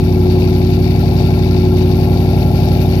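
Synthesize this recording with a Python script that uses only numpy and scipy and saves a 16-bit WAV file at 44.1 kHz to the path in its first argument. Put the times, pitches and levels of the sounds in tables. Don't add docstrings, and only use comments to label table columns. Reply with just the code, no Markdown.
import sys
import numpy as np
from scipy import signal
from scipy.fft import rfft, irfft
from scipy.io import wavfile
from scipy.ndimage import uniform_filter1d

SR = 44100
rng = np.random.default_rng(int(sys.argv[2]) if len(sys.argv) > 2 else 0)


def output_pcm(signal):
    pcm = np.clip(np.atleast_2d(signal).T, -1, 1) * 32767
    wavfile.write(sys.argv[1], SR, np.round(pcm).astype(np.int16))


def volts_from_db(level):
    exponent = np.asarray(level, float) / 20
    return 10 ** exponent


N = 132300

# (time [s], four-stroke cycles [1/s])
ENGINE_SPEED = [(0.0, 11.564), (0.2, 11.404), (0.4, 11.483), (0.6, 11.516), (0.8, 11.546), (1.0, 11.666),
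                (1.2, 11.65), (1.4, 11.595), (1.6, 11.473), (1.8, 11.455), (2.0, 11.598), (2.2, 11.59),
                (2.4, 11.699), (2.6, 11.696), (2.8, 11.651), (3.0, 11.562)]
# (place in the cycle [0-1], strength [dB], bank [0 = A, 1 = B])
CYLINDERS = [
    (0.1211, 2.1, 0),
    (0.2642, 1.4, 1),
    (0.3718, 2.9, 1),
    (0.536, -1.1, 0),
    (0.631, -3.5, 1),
    (0.7568, -5.1, 0),
    (0.8756, 6.4, 0),
    (0.9956, 1.0, 1),
]
# (frequency [Hz], signed size [ratio], t60 [s])
PIPE_A = [(53.3, -0.0609, 0.136), (69.5, -0.0975, 0.318), (81.5, 0.3181, 0.105), (90.5, -0.081, 0.295),
          (127.8, -0.138, 0.253), (147.4, -0.1841, 0.241), (164.8, 0.1302, 0.252), (182.9, 0.038, 0.265),
          (221.1, -0.0722, 0.232), (229.1, 0.1655, 0.116), (296.3, 0.0185, 0.185), (313.6, 0.0223, 0.102),
          (362.4, 0.1593, 0.315), (370.4, -0.1203, 0.09)]
PIPE_B = [(57.5, 0.1141, 0.348), (64.0, -0.2382, 0.207), (86.5, 0.2253, 0.295), (96.5, 0.0537, 0.306),
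          (121.5, -0.0772, 0.275), (144.3, -0.2474, 0.182), (169.6, 0.2583, 0.237), (177.9, -0.0908, 0.315),
          (213.5, -0.044, 0.339), (234.2, 0.0423, 0.205), (275.7, -0.0859, 0.299), (332.9, -0.039, 0.248),
          (358.6, -0.0731, 0.233), (380.0, 0.0822, 0.184)]
# (frequency [Hz], signed size [ratio], t60 [s])
SILENCER_A = [(438.9, -0.0358, 0.081), (451.7, 0.0235, 0.3), (507.7, 0.0328, 0.042),
              (511.9, -0.0233, 0.128), (596.6, -0.0447, 0.112), (598.6, 0.078, 0.046),
              (627.6, -0.0116, 0.131), (673.1, -0.0598, 0.041), (699.3, 0.0584, 0.046),
              (733.7, -0.0133, 0.3), (765.9, -0.0015, 0.3), (812.3, 0.0034, 0.3), (839.2, 0.0037, 0.3),
              (912.9, 0.0017, 0.3)]
SILENCER_B = [(404.5, -0.0063, 0.3), (442.8, -0.0174, 0.139), (501.5, -0.0086, 0.152),
              (527.5, 0.0214, 0.112), (572.3, -0.0118, 0.3), (607.5, 0.0194, 0.3), (626.5, 0.0044, 0.3),
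              (672.9, -0.005, 0.3), (710.7, -0.0132, 0.3), (733.8, 0.0559, 0.047), (738.7, -0.0219, 0.167),
              (823.6, 0.0038, 0.3), (845.6, -0.0082, 0.3), (912.7, -0.0055, 0.246)]
# (time [s], bank A [dB], bank B [dB])
SHADE = [
    (0, -1, -13),
    (.85, 0.5, -6.5),
    (1.1, 2.5, -1.5),
    (1.8, -2, -5),
    (2.0, 2.4, 1.2),
    (3, 2.9, 1),
]
TICK_STRENGTHS = [0.93, 0.55, 0.22, 0.89, 0.57, 0.61, 0.77, 0.58]
# (frequency [Hz], width [Hz], level [dB])
RATTLE_MODES = [(1580, 70, -11), (1850, 300, -13), (2300, 170, -1), (2560, 110, -4), (2800, 120, -6),
                (3670, 170, -2), (3950, 150, -6), (4510, 240, 2), (5200, 800, -1)]
# (time [s], level [dB])
SHAKE = [
    (0, 0.2),
    (.4, 1.5),
    (.9, 1.5),
    (1.2, 3),
    (1.5, 1.3),
    (1.9, 1),
    (2.2, 1),
    (3, 1.5),
]
# (frequency [Hz], level [dB per Hz])
RUSH_SPECTRUM = [(40, -25), (110, 4.5), (250, -15), (450, -4.5), (800, -4), (1050, -13), (1250, -27),
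                 (2000, -57)]
# (frequency [Hz], level [dB per Hz])
HISS_SPECTRUM = [(1000, 3), (3000, 6.5), (6000, -3.5), (8500, -25.5), (10500, 1), (12300, 11.5), (14000, 0),
                 (16000, -35)]
# (time [s], level [dB])
JET = [
    (0, 1.5),
    (1.0, 1),
    (1.7, 0),
    (2.0, 2.5),
    (3, 4.5),
]
# (frequency [Hz], level [dB per Hz])
SHED_SPECTRUM = [(350, -21), (430, -3), (500, -27), (700, -4.5), (830, 7.5), (900, -10), (1080, -8),
                 (1250, -33.5)]
# (frequency [Hz], level [dB])
PORT_DIFFERENCE = [(60, .6), (400, 1.6), (1300, 5), (2400, 8), (3200, 14), (4600, 29), (8000, 10),
                   (12500, 11), (15500, 0)]

RUSH_LIKENESS, TREBLE_LIKENESS = 0.8, 0.6


def curve(table, at, log=False):
    a, b = np.array(table, float).T[:2]
    if log:
        return np.interp(np.log(at + 1), np.log(a), b)
    return np.interp(at, a, b)


def colour(x, table, scale=0.9, lag_s=0.0):
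    hz = np.arange(N // 2 + 1) * SR / N
    gain = volts_from_db(scale * curve(table, hz, True))
    return irfft(rfft(x) * gain * np.exp(-2j * np.pi * hz * lag_s), N)


def level(x, db):
    return x * volts_from_db(db) / np.sqrt(np.mean(x ** 2))


def ring(x, hz, t60):
    pole = np.exp((2j * np.pi * hz - np.log(1000) / t60) / SR)
    return signal.lfilter([1], [1, -pole], x).imag


def walk(rate):
    k = int(SR / rate)
    steps = np.repeat(rng.standard_normal(N // k + 1), k)
    wander = uniform_filter1d(uniform_filter1d(steps, k), k)[:N]
    return wander / wander.std()


def pair(likeness):
    a, b = rng.standard_normal((2, N))
    c = np.clip(likeness, 0, 1)
    return np.array([a, c * a + np.sqrt(1 - c * c) * b])


def firings(turns, lead):
    scatter_db, jitter_s = 0.3, 0.00003
    banks, index = np.zeros((2, len(turns) + 1)), np.arange(len(turns))
    cycles = np.arange(np.ceil(turns[0]), np.floor(turns[-1]) - 1)
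    cycles = np.append(cycles, cycles[-1] + np.arange(1, 3))
    for place, db, bank in CYLINDERS:
        uneven = rng.standard_normal((len(cycles), 2))
        at = np.interp(cycles + place, turns, index, right=-9e3) + jitter_s * SR * uneven[:, 0]
        ok = at > 0
        at, size = at[ok], volts_from_db(db + scatter_db * uneven[ok, 1])
        i = np.minimum(at.astype(int), len(turns) - 1)
        np.add.at(banks[int(bank)], i, size * (1 - at + i))
        np.add.at(banks[int(bank)], i + 1, size * (at - i))
    return banks[:, :-1]


def resonate(banks, mode_tables):
    return np.array([sum(size * ring(pulses, hz, t60) for hz, size, t60 in modes)
                     for pulses, modes in zip(banks, mode_tables)])


def exhaust(banks, lead, t):
    shade_a = curve(SHADE, t)
    shade_b = curve(np.array(SHADE)[:, ::2], t)
    pipes = resonate(banks, (PIPE_A, PIPE_B))[:, lead:]
    silencers = resonate(banks, (SILENCER_A, SILENCER_B))[:, lead:]
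    tone = pipes + volts_from_db(np.array([shade_a, shade_b])) * silencers
    pan_db = 0.8 * np.array([[0.35, -0.83], [-0.85, 0.73]])
    return volts_from_db(0.42 + pan_db) @ tone


def ticks(turns):
    first_at, width = 0.08, 0.03
    count = len(TICK_STRENGTHS)
    u = (turns - first_at) * count + 0.5
    strength = np.array(TICK_STRENGTHS)[u.astype(int) % count]
    return strength * np.exp(-((u % 1 - 0.5) / count / width) ** 2)


def throb(turns, swell_db, at, twice_db=0.0):
    phase = 2 * np.pi * (turns - at)
    return volts_from_db(swell_db * np.cos(phase) + twice_db * np.cos(2 * phase))


def rattle(tick, t):
    gain = volts_from_db(6 * tick + curve(SHAKE, t) + 1.5 * walk(30))
    clatter = 0
    for hz, width_hz, db in RATTLE_MODES:
        grains = pair(TREBLE_LIKENESS) * volts_from_db(2.2 * walk(250)) * gain
        clatter = clatter + level(ring(grains, hz, np.log(1000) / (np.pi * width_hz)), db)
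    clatter = colour(clatter, [(6300, -9.5), (8500, -11.5)])
    high_pass = signal.butter(4, 1400, "high", fs=SR, output="sos")
    return level(signal.sosfilt(high_pass, clatter), -32)


def rush(tick):
    gas = pair(RUSH_LIKENESS) * volts_from_db(1.5 * tick + 2.2 * walk(20))
    return level(colour(gas, RUSH_SPECTRUM), -33)


def hiss(turns, tick, t):
    flutter_db = 0.43 * walk(25.1) + 1.3 * walk(120)
    jet = volts_from_db(curve(JET, t) + flutter_db + 1.0 * tick)
    jet = jet * throb(turns, swell_db=1.5, at=0.62, twice_db=1.2)
    return level(colour(pair(TREBLE_LIKENESS / 3) * jet, HISS_SPECTRUM), -38.5)


def whistle(turns):
    hz, width_hz = 1370, 34
    t60 = np.log(1000) / (np.pi * width_hz)
    sung = ring(ring(pair(RUSH_LIKENESS), hz, t60), hz, t60 / 3)
    return level(sung * throb(turns, swell_db=5, at=0.67), -46)


def shed(banks, t):
    t60_s = 0.15
    tail = np.arange(SR // 4) / SR
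    echo = rng.standard_normal((3, 2, 2, len(tail))) * np.exp(-np.log(1000) * tail / t60_s)
    own = np.sqrt(1 - RUSH_LIKENESS ** 2)
    echo[:, 1] = RUSH_LIKENESS * echo[:, 0] + own * echo[:, 1]
    length = len(banks[0])
    out = 0
    for k, mid_s in enumerate((0.4, 1.4, 2.4)):
        heard = signal.fftconvolve(banks[None], echo[k], axes=-1).sum(1)[:, length - N:length]
        fade = np.clip(1.4 - abs(t - mid_s) * 1.67, 0, 1)
        opening = (k == 0) * (t < 0.2) * 0.3
        out = out + heard * np.sqrt(fade + opening)
    return level(colour(out, SHED_SPECTRUM), -34.5) * volts_from_db(curve(SHADE, t))


def scene():
    lead, t = SR // 2, np.arange(N) / SR
    speed = curve(ENGINE_SPEED, np.arange(-lead, N) / SR)
    turns = np.cumsum(speed) / SR - lead * speed[0] / SR
    banks = firings(turns, lead)
    turns = turns[lead:]
    tick = ticks(turns)
    engine = exhaust(banks, lead, t) + rattle(tick, t)
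    gas = rush(tick) + hiss(turns, tick, t) + whistle(turns)
    return engine + gas + shed(banks, t)


def roll_off(x):
    return signal.sosfilt(signal.butter(12, 15610, fs=SR, output="sos"), x)


def record(dry):
    lift = [(60, 0.42), (400, 1.64), (1000, 1.3)]  # (frequency [Hz], level [dB])
    port_lag_s, ceiling = 0.0002, 0.98
    left = colour(dry[0], lift, lag_s=-port_lag_s / 2)
    right = colour(dry[1], lift, lag_s=port_lag_s / 2)
    right = colour(right, PORT_DIFFERENCE, -1.0)
    left = signal.lfilter(*signal.butter(1, 6, "high", fs=SR), left)
    both = np.array([left, right])
    mix = both / (1 + (abs(both) / ceiling) ** 6) ** (1 / 6)
    return roll_off(mix)


dry = scene()
out = record(dry)
output_pcm(out)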